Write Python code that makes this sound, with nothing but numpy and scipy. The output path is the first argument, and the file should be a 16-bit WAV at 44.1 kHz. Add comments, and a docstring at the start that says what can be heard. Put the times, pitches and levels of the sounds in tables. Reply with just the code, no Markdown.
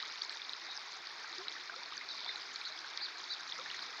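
"""Muddy floodwater runs steadily past an earth bank in open fields.
Throughout: a soft rush with swarms of ringing bubbles and spray, over a faint rumble.
From the start, nearer by, drops tick and bubbles plop; short sprinkles of spray follow.
At 0.7 s a small bird in a tree gives one short, arched, two-voiced chirp. Air pockets gulp at
1.4 and 1.8 s. Five more chirps come from 2.1 to 3.3 s, a last gulp at 3.6 s."""
import sys
import numpy as np
from scipy import signal
from scipy.fft import rfft, irfft, next_fast_len
from scipy.io import wavfile
from scipy.ndimage import uniform_filter1d, map_coordinates

SR = 44100
rng = np.random.default_rng(int(sys.argv[2]) if len(sys.argv) > 2 else 0)


def generate_wav(signal):
    """Clip the signal to [-1, 1] and save it as 16-bit WAV at the path in sys.argv[1]."""
    frames = np.transpose(np.atleast_2d(signal))
    scaled = np.clip(frames, -1, 1) * 32767
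    pcm = np.round(scaled).astype(np.int16)
    wavfile.write(sys.argv[1], SR, pcm)


N = 176400

# stream gain over time: t/s, gurgle/dB, spray/dB
FLOW_GAINS = [(0, 0.5, 3), (0.399, -1.5, 1), (.65, 0, 1.5), (.8, 0, 0.5), (1, 0, 0.5), (1.4, 1, 0.5),
              (1.7, 1.5, -2.5), (2.3, .5, 1), (2.55, 1, 0), (3, 1, 0.5), (3.3, 0.5, 0), (3.75, 0.5, 4),
              (4, 1, 0.5)]
# rush spectrum: f/Hz, relative density/dB
RUSH_SPECTRUM = [(25, -35.5), (70, -27.5), (130, -22.5), (240, -16), (300, -12), (355, -9.5), (450, -9.5),
                 (570, -9), (850, -2), (1500, 0), (2350, 3), (2700, -5.5), (3100, -7.5), (3700, 1),
                 (4600, 0), (5250, -1.5), (5750, -10.5), (6550, -14.5), (7200, -27.5), (8300, -39.5),
                 (11000, -44), (14000, -43), (15200, -35)]
# bubble swarms: rate/(1/s), centre/Hz, spread/octaves, decay/cycles, gain per size/dB, level/dB
GURGLE_SWARM = (519.5, 1480, 0.49, 4, 3.5, -56)
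BURBLE_SWARM = (130, 379.5, 0.24, 8, -2.5, -71)
SPRAY_SWARM = (480, 4697, 0.31, 3, 5, -54.5)
MIST_SWARM = (299, 8600, 0.4, 4, 6, -87.5)
# swarm filters: f/Hz, gain/dB
GURGLE_EQ = [(450, -24.5), (650, -2), (850, -1), (2400, 1.5), (2850, -5.5), (3600, -4)]
MIST_EQ = [(6000, -4), (8000, -2), (9800, -1), (10800, -14.5), (13000, -30.5)]
# dull microphone, on the spray swarm and near water: f/Hz, gain/dB
MIC_EQ = [(2400, -3), (2850, -1), (3600, 2.5), (5200, -1), (6600, -4.5), (7400, -17.5), (8400, -28.5),
          (10000, -30), (12000, -41.5)]
# near drops: t/s, level/dB, f/Hz, decay/s
NEAR_DROPS = [(0.026, -26.5, 3980, 0.0011), (0.0992, -38, 4050, 0.0011), (0.2187, -25.5, 4510, 0.0015),
              (0.2949, -27, 4360, 0.00071), (0.3704, -36.5, 3750, 0.0011), (0.4173, -32.5, 3540, 0.0012),
              (0.449, -35.5, 3570, 0.00099), (0.4942, -29.5, 3810, 0.00068), (0.5333, -27.5, 4050, 0.00079),
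              (0.775, -29, 4980, 0.00081), (1.071, -31.5, 4610, 0.00074), (1.3826, -29.5, 4800, 0.0009),
              (1.482, -26, 3940, 0.0012), (1.4962, -34, 4600, 0.0009), (1.6102, -36.5, 3860, 0.0009),
              (1.6742, -35, 4350, 0.0011), (1.762, -34, 4220, 0.0011), (1.8327, -31.5, 4600, 0.0008),
              (1.8588, -33.5, 4400, 0.0009), (1.921, -37.5, 3770, 0.001), (1.9345, -36, 3600, 0.0009),
              (1.9685, -35.5, 6140, 0.0012), (1.9775, -29.5, 4590, 0.0013), (2.0883, -30, 4360, 0.0011),
              (2.2452, -31, 4530, 0.0012), (2.262, -32.5, 3530, 0.00098), (2.358, -30.5, 4120, 0.00075),
              (2.4205, -34, 4700, 0.0009), (2.559, -26, 4260, 0.00067), (2.6128, -32.5, 4150, 0.0009),
              (2.6513, -30, 3930, 0.001), (2.7232, -35, 4100, 0.0015), (2.7895, -31, 5000, 0.001),
              (2.9356, -38, 3600, 0.001), (2.9744, -23.5, 4590, 0.00048), (3.2397, -33, 4600, 0.001),
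              (3.4087, -37, 3700, 0.0009), (3.5222, -27, 3500, 0.00075), (3.701, -30.5, 2870, 0.0014),
              (3.713, -31, 3940, 0.0011), (3.7918, -32, 3720, 0.0011)]
# near bubbles: t/s, level/dB, f/Hz
NEAR_PLOPS = [(0.001, -33.5, 1800), (0.032, -38, 1190), (0.046, -40, 1800), (0.254, -43, 907),
              (0.306, -35.5, 1640), (0.323, -37.5, 2200), (0.344, -38.5, 1570), (0.359, -42, 866),
              (0.397, -36, 2190), (1.105, -37.5, 1680), (1.243, -36.5, 1500), (1.537, -37.5, 1770),
              (1.564, -34.5, 1680), (1.696, -30.5, 1450), (1.74, -36.5, 1240), (1.82, -46, 910),
              (1.922, -35.5, 1150), (1.971, -37.5, 1590), (2.011, -33, 1920), (2.144, -41.5, 1040),
              (2.213, -42, 930), (2.261, -38, 895), (2.275, -42, 2080), (2.292, -30, 1940),
              (2.37, -37.5, 1380), (2.616, -35.5, 2270), (2.669, -38.5, 1400), (2.844, -34.5, 1490),
              (3.013, -36, 1545), (3.084, -39, 1440), (3.407, -39, 1440), (3.588, -34.5, 1230),
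              (3.659, -32, 1660), (3.743, -33.5, 1820), (3.79, -36, 1410)]
# trapped air: t/s, level/dB, f/Hz, decay/s
AIR_GULPS = [(1.376, -44.5, 349, 0.0298), (1.758, -51.5, 482, 0.015), (3.583, -46.5, 468, 0.0126)]
# chirps: t/s, length/s, low voice top/Hz, high voice top/Hz, end sag/fraction, low/dB, high/dB
BIRD_CHIRPS = [(0.687, 0.05, 3886, 4300, .11, -43.5, -54), (2.092, 0.044, 3950, 4570, 0.12, -42, -48),
               (2.271, 0.048, 3700, 4160, 0.08, -41, -41), (2.637, 0.06, 4120, 4420, 0.2, -43, -44.5),
               (3, 0.074, 4330, 4800, 0.3, -40.5, -39.5), (3.294, .051, 4020, 4630, 0.14, -38.5, -40.5)]
# bursts of fine spray: t/s, length/s, level/dB, f/Hz
SPRAY_BURSTS = [(0.306, 0.026, -64, 7400), (.51, 0.03, -73, 7900), (0.741, 0.04, -51, 5600),
                (0.753, 0.099, -83, 9000), (1.062, 0.091, -86, 9600), (1.825, 0.016, -48, 5560),
                (2.524, .024, -49.5, 6380), (2.557, 0.0087, -40, 5980), (2.609, 0.038, -76, 8700),
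                (2.94, 0.076, -86, 9200), (3.208, .016, -49, 5800), (3.664, 0.014, -50, 5610),
                (3.793, 0.058, -76.5, 9100), (3.8, 0.045, -43.5, 4500)]
# rumble of the current: t/s, level/dB
RUMBLE_ENVELOPE = [(0, -89.5), (1.3, -89), (1.39, -76), (1.6, -87), (1.97, -81.5), (2.2, -86),
                   (3.35, -85.5), (3.6, -77), (3.85, -78), (4, -89)]
# rumble spectrum: f/Hz, relative density/dB
RUMBLE_SPECTRUM = [(40, -30), (80, -13.5), (120, -1), (180, -2), (260, -9.5), (600, -52), (2000, -100)]


def stream():
    """Rush, gurgle and spray follow the flow; the spray comes in clumps."""
    times_s, *gains_db = np.transpose(FLOW_GAINS)
    gurgle_gain, spray_gain = [amp(np.interp(np.arange(N) / SR, times_s, db)) for db in gains_db]
    spray = coloured(swarm(*SPRAY_SWARM), MIC_EQ) + coloured(swarm(*MIST_SWARM), MIST_EQ)
    spray *= amp(2.9 * wobble(rate_hz=24.94))
    bed = np.sqrt(gurgle_gain * spray_gain) * rush()
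    gurgle = coloured(swarm(*GURGLE_SWARM), GURGLE_EQ) + swarm(*BURBLE_SWARM)
    return bed + gurgle_gain * gurgle + spray_gain * spray


def rush(level_db=-50, patch_db=1.82, surge_db=0.23, flutter_db=-0.1):
    """The whole stream blurs into noise, swelling in patches of time and frequency."""
    spectrogram = signal.stft(rng.standard_normal(N), nperseg=256)[2]
    patches = uniform_filter1d(rng.standard_normal(spectrogram.shape), size=4, axis=0)
    patches = uniform_filter1d(patches, size=8, axis=1)
    noise = signal.istft(spectrogram * amp(patch_db * unit(patches)), nperseg=256)[1][:N]
    gain = amp(level_db + surge_db * wobble(rate_hz=5.86) + flutter_db * wobble(rate_hz=45))
    return gain * unit(coloured(noise, RUSH_SPECTRUM))


def swarm(rate_per_s, centre_hz, spread_octaves, decay_cycles, size_db, level_db):
    """Many bubbles ring at random times: log-normal pitch, truncated exponential size."""
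    max_size, attack_cycles = 1.95, 2.3
    out = np.zeros(N)
    for when, radius, angle, size_draw, decay_draw in rng.random((int(rate_per_s * N / SR), 5)):
        gaussian = np.sqrt(-2 * np.log(1 - radius)) * np.cos(2 * np.pi * angle)
        hz = centre_hz * 2 ** (spread_octaves * gaussian)
        size = -np.log(1 - size_draw * (1 - np.exp(-max_size)))
        decay_s = decay_cycles * 2 ** (2 * decay_draw - 1) / hz
        ring = bubble(hz, attack_cycles / hz, decay_s, rise=0.031)
        add(out, when * N / SR, amp(size_db * size) * ring)
    return amp(level_db) * unit(out)


def bubble(hz, attack_s, decay_s, rise, splash=0):
    """Damped ring of peak 1; pitch climbs by the fraction rise per decay time; splash adds hiss."""
    t = np.arange(int((attack_s + 6 * decay_s) * SR)) / SR
    ring = np.sin(2 * np.pi * hz * t * (1 + rise * t / decay_s / 2))
    if splash:
        ring += splash * hiss(hz, count=SR // 20)[:len(t)]
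    sound = ring * (1 - np.exp(-(t / attack_s) ** 2)) * np.exp(-t / decay_s)
    return sound / np.abs(sound).max()


def drops(tick_gain_db=-1, wash_gain_db=-22, wash_decay_s=0.006):
    """Each drop ticks on the water and trails a wet hiss."""
    out = np.zeros(N)
    t = np.arange(SR // 20) / SR
    for start_s, db, hz, decay_s in NEAR_DROPS:
        tick = bubble(hz, attack_s=0.0012, decay_s=decay_s, rise=0, splash=0.46)
        add(out, start_s, amp(db + tick_gain_db) * tick)
        wash = (1 - np.exp(-t / decay_s)) * np.exp(-t / wash_decay_s) * hiss(hz, count=len(t))
        add(out, start_s, amp(db + wash_gain_db) * wash)
    return out


def plops(gain_db=-0.5, decay_cycles=5.05):
    """Single bubbles by the bank ring with rising pitch."""
    out = np.zeros(N)
    for start_s, db, hz in NEAR_PLOPS:
        ring = bubble(hz, attack_s=0.001, decay_s=decay_cycles / hz, rise=0.061)
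        add(out, start_s, amp(db + gain_db) * ring)
    return out


def gulps():
    """Pockets of trapped air ring low, with a soft onset."""
    out = np.zeros(N)
    for start_s, db, hz, decay_s in AIR_GULPS:
        add(out, start_s, amp(db) * bubble(hz, attack_s=0.012, decay_s=decay_s, rise=0.08))
    return out


def bird(skew=0.87, waver=0.013):
    """Two voices rise and fall in one pitch arch."""
    out = np.zeros(N)
    for start_s, length_s, low_hz, high_hz, sag, low_db, high_db in BIRD_CHIRPS:
        progress = np.linspace(0, 1, int(length_s * SR))
        arch = 1 - sag * (2 * progress ** skew - 1) ** 2
        swell = np.abs(np.sin(np.pi * progress))
        for hz, db, envelope in ((low_hz, low_db, np.sqrt(swell)), (high_hz, high_db, swell)):
            pitch_hz = hz * arch * (1 + waver * wobble(rate_hz=600, count=SR // 4)[:len(arch)])
            add(out, start_s, amp(db) * envelope * np.sin(2 * np.pi * np.cumsum(pitch_hz) / SR))
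    return out


def foliage(chirps, wet=0.33, t60_s=0.28):
    """Leaves scatter a faint tail after each chirp."""
    t = np.arange(SR // 2) / SR
    tail = rng.standard_normal(len(t)) * np.exp(-np.log(1000) * t / t60_s)
    return chirps + wet * signal.fftconvolve(chirps, tail / np.linalg.norm(tail))[:N]


def sprinkles(grain_db=7):
    """Fine spray falls back on the water in short grainy bursts."""
    out = np.zeros(N)
    for start_s, length_s, db, hz in SPRAY_BURSTS:
        grains = hiss(hz, count=SR // 4, half_width_hz=740)
        grains *= amp(grain_db * wobble(rate_hz=300, count=SR // 4))
        envelope = np.hanning(int(length_s * SR))
        add(out, start_s, amp(db) * envelope * unit(grains)[:len(envelope)])
    return out


def rumble():
    """The current churns faintly below the gurgle."""
    level_db = np.interp(np.arange(N) / SR, *np.transpose(RUMBLE_ENVELOPE))
    return amp(level_db) * unit(coloured(rng.standard_normal(N), RUMBLE_SPECTRUM))


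def hiss(hz, count, half_width_hz=1200):
    """Noise band around hz."""
    phase = 2 * np.pi * hz * np.arange(count) / SR
    rate_hz = 2 * half_width_hz
    return wobble(rate_hz, count) * np.sin(phase) + wobble(rate_hz, count) * np.cos(phase)


def wobble(rate_hz, count=N):
    """Smooth random curve, rate_hz knots a second."""
    knots = rng.standard_normal(int(count * rate_hz / SR) + 4)
    return map_coordinates(knots, [np.arange(count) * rate_hz / SR])


def coloured(x, points):
    """Filter by (f/Hz, gain/dB) points on a log axis."""
    points_hz, db = np.transpose(points)
    return filtered(x, lambda hz: amp(np.interp(np.log(hz + 1), np.log(points_hz), db)))


def filtered(x, gain):
    """Zero-phase filter by gain(hz)."""
    size = next_fast_len(N + 8192)
    return irfft(rfft(x, size) * gain(np.fft.rfftfreq(size, 1 / SR)), size)[:N]


def add(track, start_s, sound):
    """Mix sound into track."""
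    i = int(np.clip(round(start_s * SR), 0, N - 1))
    track[i:i + len(sound)] += sound[:N - i]


def amp(db):
    """dB to gain."""
    return 10 ** (np.asarray(db) / 20)


def unit(x):
    """Scale to rms 1."""
    return x / np.sqrt(np.mean(x ** 2) + 1e-20)


def scene():
    """Water and bird, mono."""
    current = stream() + rumble() + sprinkles()
    near_water = coloured(drops() + plops() + gulps(), MIC_EQ)
    return (current + near_water + foliage(bird()))[None]


def record(dry):
    """Brick-wall low-pass."""
    cutoff_hz = 15750
    return np.array([filtered(x, lambda hz: hz < cutoff_hz) for x in dry])


dry = scene()
out = record(dry)
generate_wav(out)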